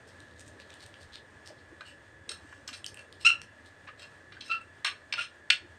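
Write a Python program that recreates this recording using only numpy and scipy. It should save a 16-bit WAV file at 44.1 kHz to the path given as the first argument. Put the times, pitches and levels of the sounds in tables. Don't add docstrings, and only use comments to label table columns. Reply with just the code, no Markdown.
import sys
import numpy as np
from scipy import signal
from scipy.fft import rfft, irfft
from scipy.io import wavfile

SR = 44100
rng = np.random.default_rng(int(sys.argv[2]) if len(sys.argv) > 2 else 0)


def waveform_to_disk(signal):
    frames = np.transpose(np.atleast_2d(signal))
    scaled = np.clip(frames, -1, 1) * 32767
    samples = np.round(scaled).astype(np.int16)
    wavfile.write(sys.argv[1], SR, samples)


N = 254898


def undb(db):
    return 10 ** (np.asarray(db) / 20)


def level(x, db):
    return x * undb(db) / np.sqrt(np.mean(x ** 2))


def unit(x):
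    return x / np.sqrt(np.sum(x ** 2))


def seconds(length):
    return np.arange(max(int(length * SR), 8)) / SR


def add(track, start_s, x):
    i = max(int(start_s * SR), 0)
    track[i:i + len(x)] += x[:max(N - i, 0)]


def colour(x, points, size=2048):
    hz, db = np.transpose(points)
    grid_hz = np.maximum(np.arange(size // 2 + 1) * SR / size, 1)
    gain = undb(np.interp(np.log(grid_hz), np.log(hz), db))
    cepstrum = irfft(np.log(gain))
    cepstrum[1:size // 2] *= 2
    cepstrum[size // 2 + 1:] = 0
    impulse = irfft(np.exp(rfft(cepstrum)))
    return signal.fftconvolve(x, impulse)[:len(x)]


def resonance(x, hz, q):
    b, a = signal.iirpeak(min(hz, .45 * SR), q, fs=SR)
    return signal.lfilter(b, a, x)


def walk(rate, size):
    at = np.arange(size) * rate / SR
    count = int(at[-1]) + 2
    return np.interp(at, np.arange(count), rng.standard_normal(count))


def swell(t, edge=0.48):
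    return signal.windows.tukey(len(t), min(2 * edge, 1))


def grains(t, rate, spread_db):
    size = undb(spread_db * np.minimum(rng.exponential(size=len(t)), 4))
    happens = rng.random(len(t)) < rate / SR
    return happens * size * rng.standard_normal(len(t))


def contact(chatter_s, spike_db=-8, bite_s=0.003):
    t = seconds(.06)
    envelope = np.exp(-t / chatter_s) * (1 - np.exp(-t / bite_s))
    chatter = unit(grains(t, 9000, 1) * envelope)
    touch = undb(spike_db) * (t == 0)
    return touch + np.sqrt(chatter_s / 0.00038) * chatter


def plate(force, low_db, mid_db, treble_db, crack_db=-1, place_db=2.5, detune=0.0077):
    # pitch_hz, level_db, t60_s
    modes = [(1237, -7.5, 0.018), (1467, -8.5, 0.066), (1672, -6.5, 0.067), (1830, -11.5, .04),
             (1984, -12.5, 0.06), (2443, -4.5, 0.068), (2710, 8, 0.035), (2890, 2.5, 0.017),
             (3165, -4, 0.022), (3580, -15, 0.01), (3920, -4, 0.02), (4000, -8, 0.042), (4420, 0, 0.017),
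             (4970, -22, 0.057), (5276, -8, 0.027), (5500, -21.5, 0.041), (5945, -14.5, 0.0225),
             (6480, -22.5, 0.02), (7970, -24, 0.025), (8263, -10, 0.016), (9130, -25, .03),
             (11400, -36, .04)]
    # pitch_hz, level_db
    crack_colour = [(100, -59.5), (400, -58), (600, -15.5), (900, -12.5), (1400, -1), (2700, 11),
                    (4500, -2.5), (6500, -14), (8700, -18), (10000, -37.5), (14000, -24.5), (16000, -35)]
    t = seconds(.15)
    hz, db, t60_s = np.transpose(modes)[:, :, None]
    hz = hz * (1 + detune * rng.standard_normal(hz.shape))
    weight = undb(db + place_db * rng.standard_normal(db.shape))
    weight = weight * rng.choice([-1, 1], db.shape)
    decay = undb(-60 * t / t60_s)
    ring = np.sum(weight * np.sin(2 * np.pi * hz * t) * decay, axis=0)
    ring = signal.sosfilt(signal.butter(3, 900, "high", fs=SR, output="sos"), ring)
    crack = colour(1. 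* (t == 0), crack_colour)
    sound = signal.fftconvolve(force, unit(ring) + undb(crack_db) * unit(crack))
    return unit(colour(sound, [(1400, low_db), (2700, 0), (4500, mid_db), (8500, treble_db)]))


def knocks(rebound_mid_db=-6.5, rebound_treble_db=-5):
    # start_s, level_db, chatter_s, rebound_after_s, rebound_db,
    # low_db, upper_mid_db, treble_db, room_db
    blows = [(1.808, -39, 0.0018, 0.008, -2, 19, 4, 5, -8),
             (2.2914, -30.5, 0.002, 0.024, -6, 10, 13.5, 23, -4),
             (2.525, -43.5, 0.0016, .008, -14, 24, -15, 13, -13),
             (2.6759, -34.5, 0.0037, .011, -3, 11, 12, 23.5, -8.5),
             (2.728, -36, .01, 0.012, -7, 6, 14.5, 13.5, -7),
             (3.871, -40.5, 0.0088, 0.012, 1, 19, 5.5, -2, -8),
             (4.32, -44.5, 0.0043, 0.023, -12, 10.5, 4.5, -4, -2.5),
             (4.407, -37, 0.003, 0.012, -8, -12, 16, 9, -6.5),
             (4.846, -21.5, 0.0022, 0.014, -11, 9.5, 3, 9, 1),
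             (5.1247, -24.5, 0.0022, .011, -1.5, 4.5, 8, 5, -8.5),
             (5.5017, -14.5, 0.001, .003, 1.5, -3.5, 9, 3.5, -8)]
    direct, walls = np.zeros(N), np.zeros(N)
    for start_s, db, chatter_s, rebound_s, rebound_db, low_db, mid_db, treble_db, room_db in blows:
        blow = plate(contact(chatter_s), low_db, mid_db, treble_db)
        rebound = plate(contact(chatter_s), low_db, mid_db + rebound_mid_db, treble_db + rebound_treble_db)
        strength = undb(db) * np.sqrt(0.0041 * SR)
        for at_s, sound in (start_s, blow), (start_s + rebound_s, undb(rebound_db) * rebound):
            add(direct, at_s, strength * sound)
            add(walls, at_s, strength * sound * undb(room_db))
    return direct, walls


def scrapes():
    # start_s, length_s, level_db, low_db, upper_mid_db, treble_db
    drags = [(1.56, 0.05, -70, -16, 27, -4), (1.835, 0.1, -61, -20, 3, 21), (2.336, 0.35, -71, 11, 7, 24.5),
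             (2.728, 0.061, -57.5, -8, 16, 32), (2.962, 0.051, -56, 3, 0, 12.5),
             (3.191, 0.057, -54.5, -15, 14.5, 17), (3.965, .099, -54.5, 10, 12, 20),
             (4.419, 0.1, -56, 2, 11, 18.5), (4.611, 0.0096, -56.5, 16, -4, 21),
             (5.156, 0.064, -41, 6, -2, 7), (5.2, 0.041, -43, 3, 8.5, 9.5)]
    out = np.zeros(N)
    for start_s, length_s, db, low_db, mid_db, treble_db in drags:
        t = seconds(length_s)
        slips = swell(t) * grains(t, 2900, 3.8)
        add(out, start_s, undb(db) * np.sqrt(len(t)) * plate(slips, low_db, mid_db, treble_db))
    return out


def squeaks(jitter=.017, rough_db=3.5, dulling_db_per_s=154.5, mellowing=0.39):
    # time_s, slip_rate_hz, level_db
    paths = [
        [(1.851, 1467, -60), (1.875, 1441, -55.5), (1.918, 1468, -69)],
        [(3.247, 1259, -26.5), (3.253, 1312, -19), (3.267, 1377, -17), (3.275, 1416, -17), (3.282, 1406, -46),
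         (3.291, 1363, -37), (3.304, 1363, -28), (3.318, 1370, -56)],
        [(4.368, 1590, -65), (4.375, 1550, -66), (4.381, 1590, -72)],
        [(4.494, 1353, -52), (4.502, 1333, -33), (4.511, 1316, -36.5), (4.519, 1350, -21.5), (4.527, 1365, -36),
         (4.552, 1339, -45.5), (4.59, 1345, -69)],
        [(5.174, 1370, -64), (5.186, 1384, -39), (5.195, 1436, -38.5), (5.213, 1400, -50)],
    ]
    # fundamental_db, third_harmonic_db, overtones_db, grit_db
    tones = [(-25, -5, -12, -9), (-13.5, -13.5, -7, -14), (16, -7, -22, -11), (-6.5, -12, -24, -13),
             (4, -19, -10.5, -3)]
    # multiple, level_db
    overtones = [(4, -7.5), (5, -17), (6, -14), (7, -32.5), (8, -37)]
    out = np.zeros(N)
    for path, (fundamental_db, third_db, overtones_db, grit_db) in zip(paths, tones):
        times, slip_hz, levels = np.transpose(path)
        start_s, t = times[0], seconds(times[-1] - times[0])
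        db = np.interp(start_s + t, times, levels)
        hz = np.interp(start_s + t, times, slip_hz) * (1 + jitter * walk(996, len(t)))
        phase = 2 * np.pi * np.cumsum(hz) / SR
        fundamental = undb(fundamental_db + mellowing * (db.max() - db))
        tone = fundamental * np.sin(phase) + np.sin(2 * phase)
        dulling = undb(-dulling_db_per_s * t)
        partials = [(3.1, third_db)] + [(k, d + overtones_db) for k, d in overtones]
        for k, partial_db in partials:
            strength = dulling * undb(partial_db + 3 * walk(700, len(t)))
            smear = k / 8 * walk(1000, len(t))
            tone += strength * np.sin(round(k) * phase + smear)
        grip = undb(db + rough_db * walk(300, len(t))) * swell(t, edge=.05)
        add(out, start_s, np.sqrt(2) * grip * tone)
        grit = plate(grip * grains(t, 6000, 3.63), 0, 4.8, 2.6)
        add(out, start_s, undb(grit_db) * np.linalg.norm(grip) * grit)
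    return out + undb(-12) * resonance(out, hz=3000, q=1100)


def paper(force, ring_hz, ring_db, treble_db, facet_q=5):
    # pitch_hz, level_db
    paper_colour = [(300, -26), (1200, -1), (2200, 4.5), (3200, 7.5), (5200, 2.5), (7000, -0.5),
                    (8800, 4.5), (10000, -12.5), (13500, -1), (16000, -23)]
    force = np.pad(force, (0, 512))
    facet = undb(ring_db) * resonance(force, ring_hz, facet_q)
    sound = colour(force + facet, paper_colour)
    return unit(colour(sound, [(4500, 0.014), (9000, treble_db)]))


def wrapper(facet_db=8, snap_s=.0013):
    # start_s, level_db, ring_hz, ring_db, treble_db
    snaps = [(.2033, -49.5, 4120, 13, 8.5), (0.4066, -49, 5000, -2, 4), (.6, -47, 3250, -3, -3),
             (0.704, -47, 3730, -2, -7), (0.7403, -48.5, 3240, 0, 4), (.863, -48, 8500, 1, 3),
             (0.9412, -46.5, 2400, 20, -8), (2.8435, -33, 2970, 29, 13.5),
             (2.8638, -32.5, 5140, 14.5, 10.5), (2.9438, -44.5, 2760, 18, 19.5),
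             (2.972, -42.5, 2770, 25, 7.5), (3.126, -46, 4000, 16, 5.5), (3.4166, -39.5, 2730, -20, -7)]
    # start_s, length_s, level_db, ring_hz, treble_db
    rustles = [(0.067, 0.041, -64, 5100, 7), (0.381, 0.045, -58, 6860, 3), (.45, 0.047, -60.5, 7160, 4),
               (0.585, 0.051, -60, 4000, -1), (0.658, 0.099, -63, 3380, -11), (.79, 0.068, -57, 4340, 0),
               (0.994, 0.056, -61, 4440, 4), (1.114, 0.068, -51, 3930, -7), (1.442, 0.068, -55, 5100, 1.5),
               (3.639, 0.062, -64.5, 4000, 4)]
    out = np.zeros(N)
    t = seconds(.01)
    for start_s, db, ring_hz, ring_db, treble_db in snaps:
        burst = rng.standard_normal(len(t)) * np.exp(-t / snap_s)
        snap = paper(burst, ring_hz, ring_db, treble_db)
        add(out, start_s, undb(db) * np.sqrt(0.0025 * SR) * snap)
    for start_s, length_s, db, ring_hz, treble_db in rustles:
        t = seconds(length_s)
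        creases = swell(t, edge=.4) * grains(t, 1500, 4.5)
        rustle = paper(creases, ring_hz, facet_db, treble_db)
        add(out, start_s, undb(db) * np.sqrt(len(t)) * rustle)
    return out


def fidget(spread_db=3, facet_db=7, burst_db=5, bursts_per_s=18):
    start_s, length_s, fidget_db = .05, 1.1, -70
    creases_per_s, ring_hz, treble_db = 600, 3900, 1
    t = seconds(length_s)
    creases = grains(t, creases_per_s, spread_db)
    bursts = undb(burst_db * np.clip(walk(bursts_per_s, len(t)), -2, 1))
    out = np.zeros(N)
    add(out, start_s, level(paper(creases * bursts, ring_hz, facet_db, treble_db), fidget_db))
    return out


def room(x, build_s=0.0085, late_db=-37):
    t60_s, treble_t60_s, late_t60_s = 0.2, 0.17, .8
    t = seconds(.5)
    noise = rng.standard_normal(len(t))
    low = signal.sosfilt(signal.butter(1, 4000, fs=SR, output="sos"), noise)
    fall = np.log(1000) * t
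    tail = low * np.exp(-fall / t60_s) + (noise - low) * np.exp(-fall / treble_t60_s)
    tail += undb(late_db) * low * np.exp(-fall / late_t60_s)
    build_up = 1 - np.exp(-(t / build_s) ** 2)
    return signal.fftconvolve(x, unit(tail * build_up))[:N]


def bumps(q=3.1):
    # start_s, length_s, pitch_hz, level_db
    thuds = [(.538, 0.044, 412, -59.5), (1.482, 0.063, 593, -54.5), (1.704, 0.044, 332, -55),
             (2.257, 0.098, 446, -58), (2.408, 0.054, 290, -58.5), (2.705, 0.022, 250, -55.5),
             (5.157, 0.074, 600, -59), (5.609, .066, 308, -58)]
    out = np.zeros(N)
    for start_s, length_s, hz, db in thuds:
        t = seconds(length_s)
        push = np.pad(swell(t) * rng.standard_normal(len(t)), (0, 2048))
        thud = resonance(resonance(push, hz, q), hz, q)
        add(out, start_s, undb(db) * np.sqrt(len(t)) * unit(thud))
    return out


def rumble(patchy_db=4, swell_db=0.3, start_db=-56.5, sink_db_per_s=0.64):
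    # (per Hz, relative)
    rumble_colour = [(20, -10), (50, -7.5), (90, 10.5), (165, -4.5), (320, 0.5), (420, -4), (600, 0),
                     (730, -12.5), (1000, -14.5), (2000, -33), (6000, -60.5)]
    bands = np.zeros(N)
    for hz in np.arange(40, 1100, 50):
        band = resonance(rng.standard_normal(N), hz, hz / 50)
        bands += band * undb(patchy_db * walk(14, N))
    db = swell_db * walk(8, N) - sink_db_per_s * np.arange(N) / SR
    return level(colour(bands, rumble_colour, size=8192), start_db) * undb(db)


def hum(centre_hz=84, hum_db=-72.5, throb_db=2, throbs_per_s=5):
    hz = centre_hz * (1 + .09 * walk(30, N))
    tone = np.sin(2 * np.pi * np.cumsum(hz) / SR)
    return level(tone * undb(throb_db * walk(throbs_per_s, N)), hum_db)


def whine(hiss_db=-60.5, waver=0.00301, flutter_db=2.5):
    # pitch_hz, level_db (rms)
    partials = [(1714, -62), (3428, -78.5)]
    # pitch_hz, level_db (relative)
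    hiss_colour = [(1100, -12.5), (1480, -6), (1650, 12.5), (1800, 9), (2030, 3.5), (2200, -38),
                   (3000, -31)]
    turn = 2 * np.pi * np.cumsum(1 + waver * walk(60, N)) / SR
    tones = np.zeros(N)
    for hz, db in partials:
        tones += level(np.sin(hz * turn) * undb(flutter_db * walk(30, N)), db)
    return tones + level(colour(rng.standard_normal(N), hiss_colour), hiss_db)


def air(air_db=-60.5):
    # (per Hz, relative)
    air_colour = [(20, -17), (800, 1.5), (1450, 1.5), (2300, -3.5), (3200, -8), (4000, -10.5), (6000, -15),
                  (6900, -13.5), (7600, -17), (8300, -12.5), (9300, -17.5), (10200, -34), (15500, -15.5)]
    hiss = colour(rng.standard_normal(N), air_colour)
    return level(hiss * undb(1.5 * walk(14.0, N)), air_db)


def scene(squeak_room_db=-5, scrape_room_db=-2, paper_room_db=-6):
    blows, walls = knocks()
    scrape, squeak = scrapes(), squeaks()
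    crackle = wrapper() + fidget()
    walls = walls + undb(squeak_room_db) * squeak + undb(scrape_room_db) * scrape
    walls = walls + undb(paper_room_db) * crackle
    near = blows + scrape + squeak + crackle
    background = bumps() + rumble() + hum() + whine() + air()
    return (near + room(walls) + background)[None]


def record(dry):
    # pitch_hz, level_db
    microphone = [(9000, -0.5), (11500, -4), (12300, -12.5), (13600, -17.5), (14300, -12.5), (16000, -24)]
    heard = colour(dry[0], microphone)
    top_cut = signal.ellip(8, .2, 70, 15400, fs=SR, output="sos")
    return signal.sosfilt(top_cut, heard)[None]


dry = scene()
out = record(dry)
waveform_to_disk(out)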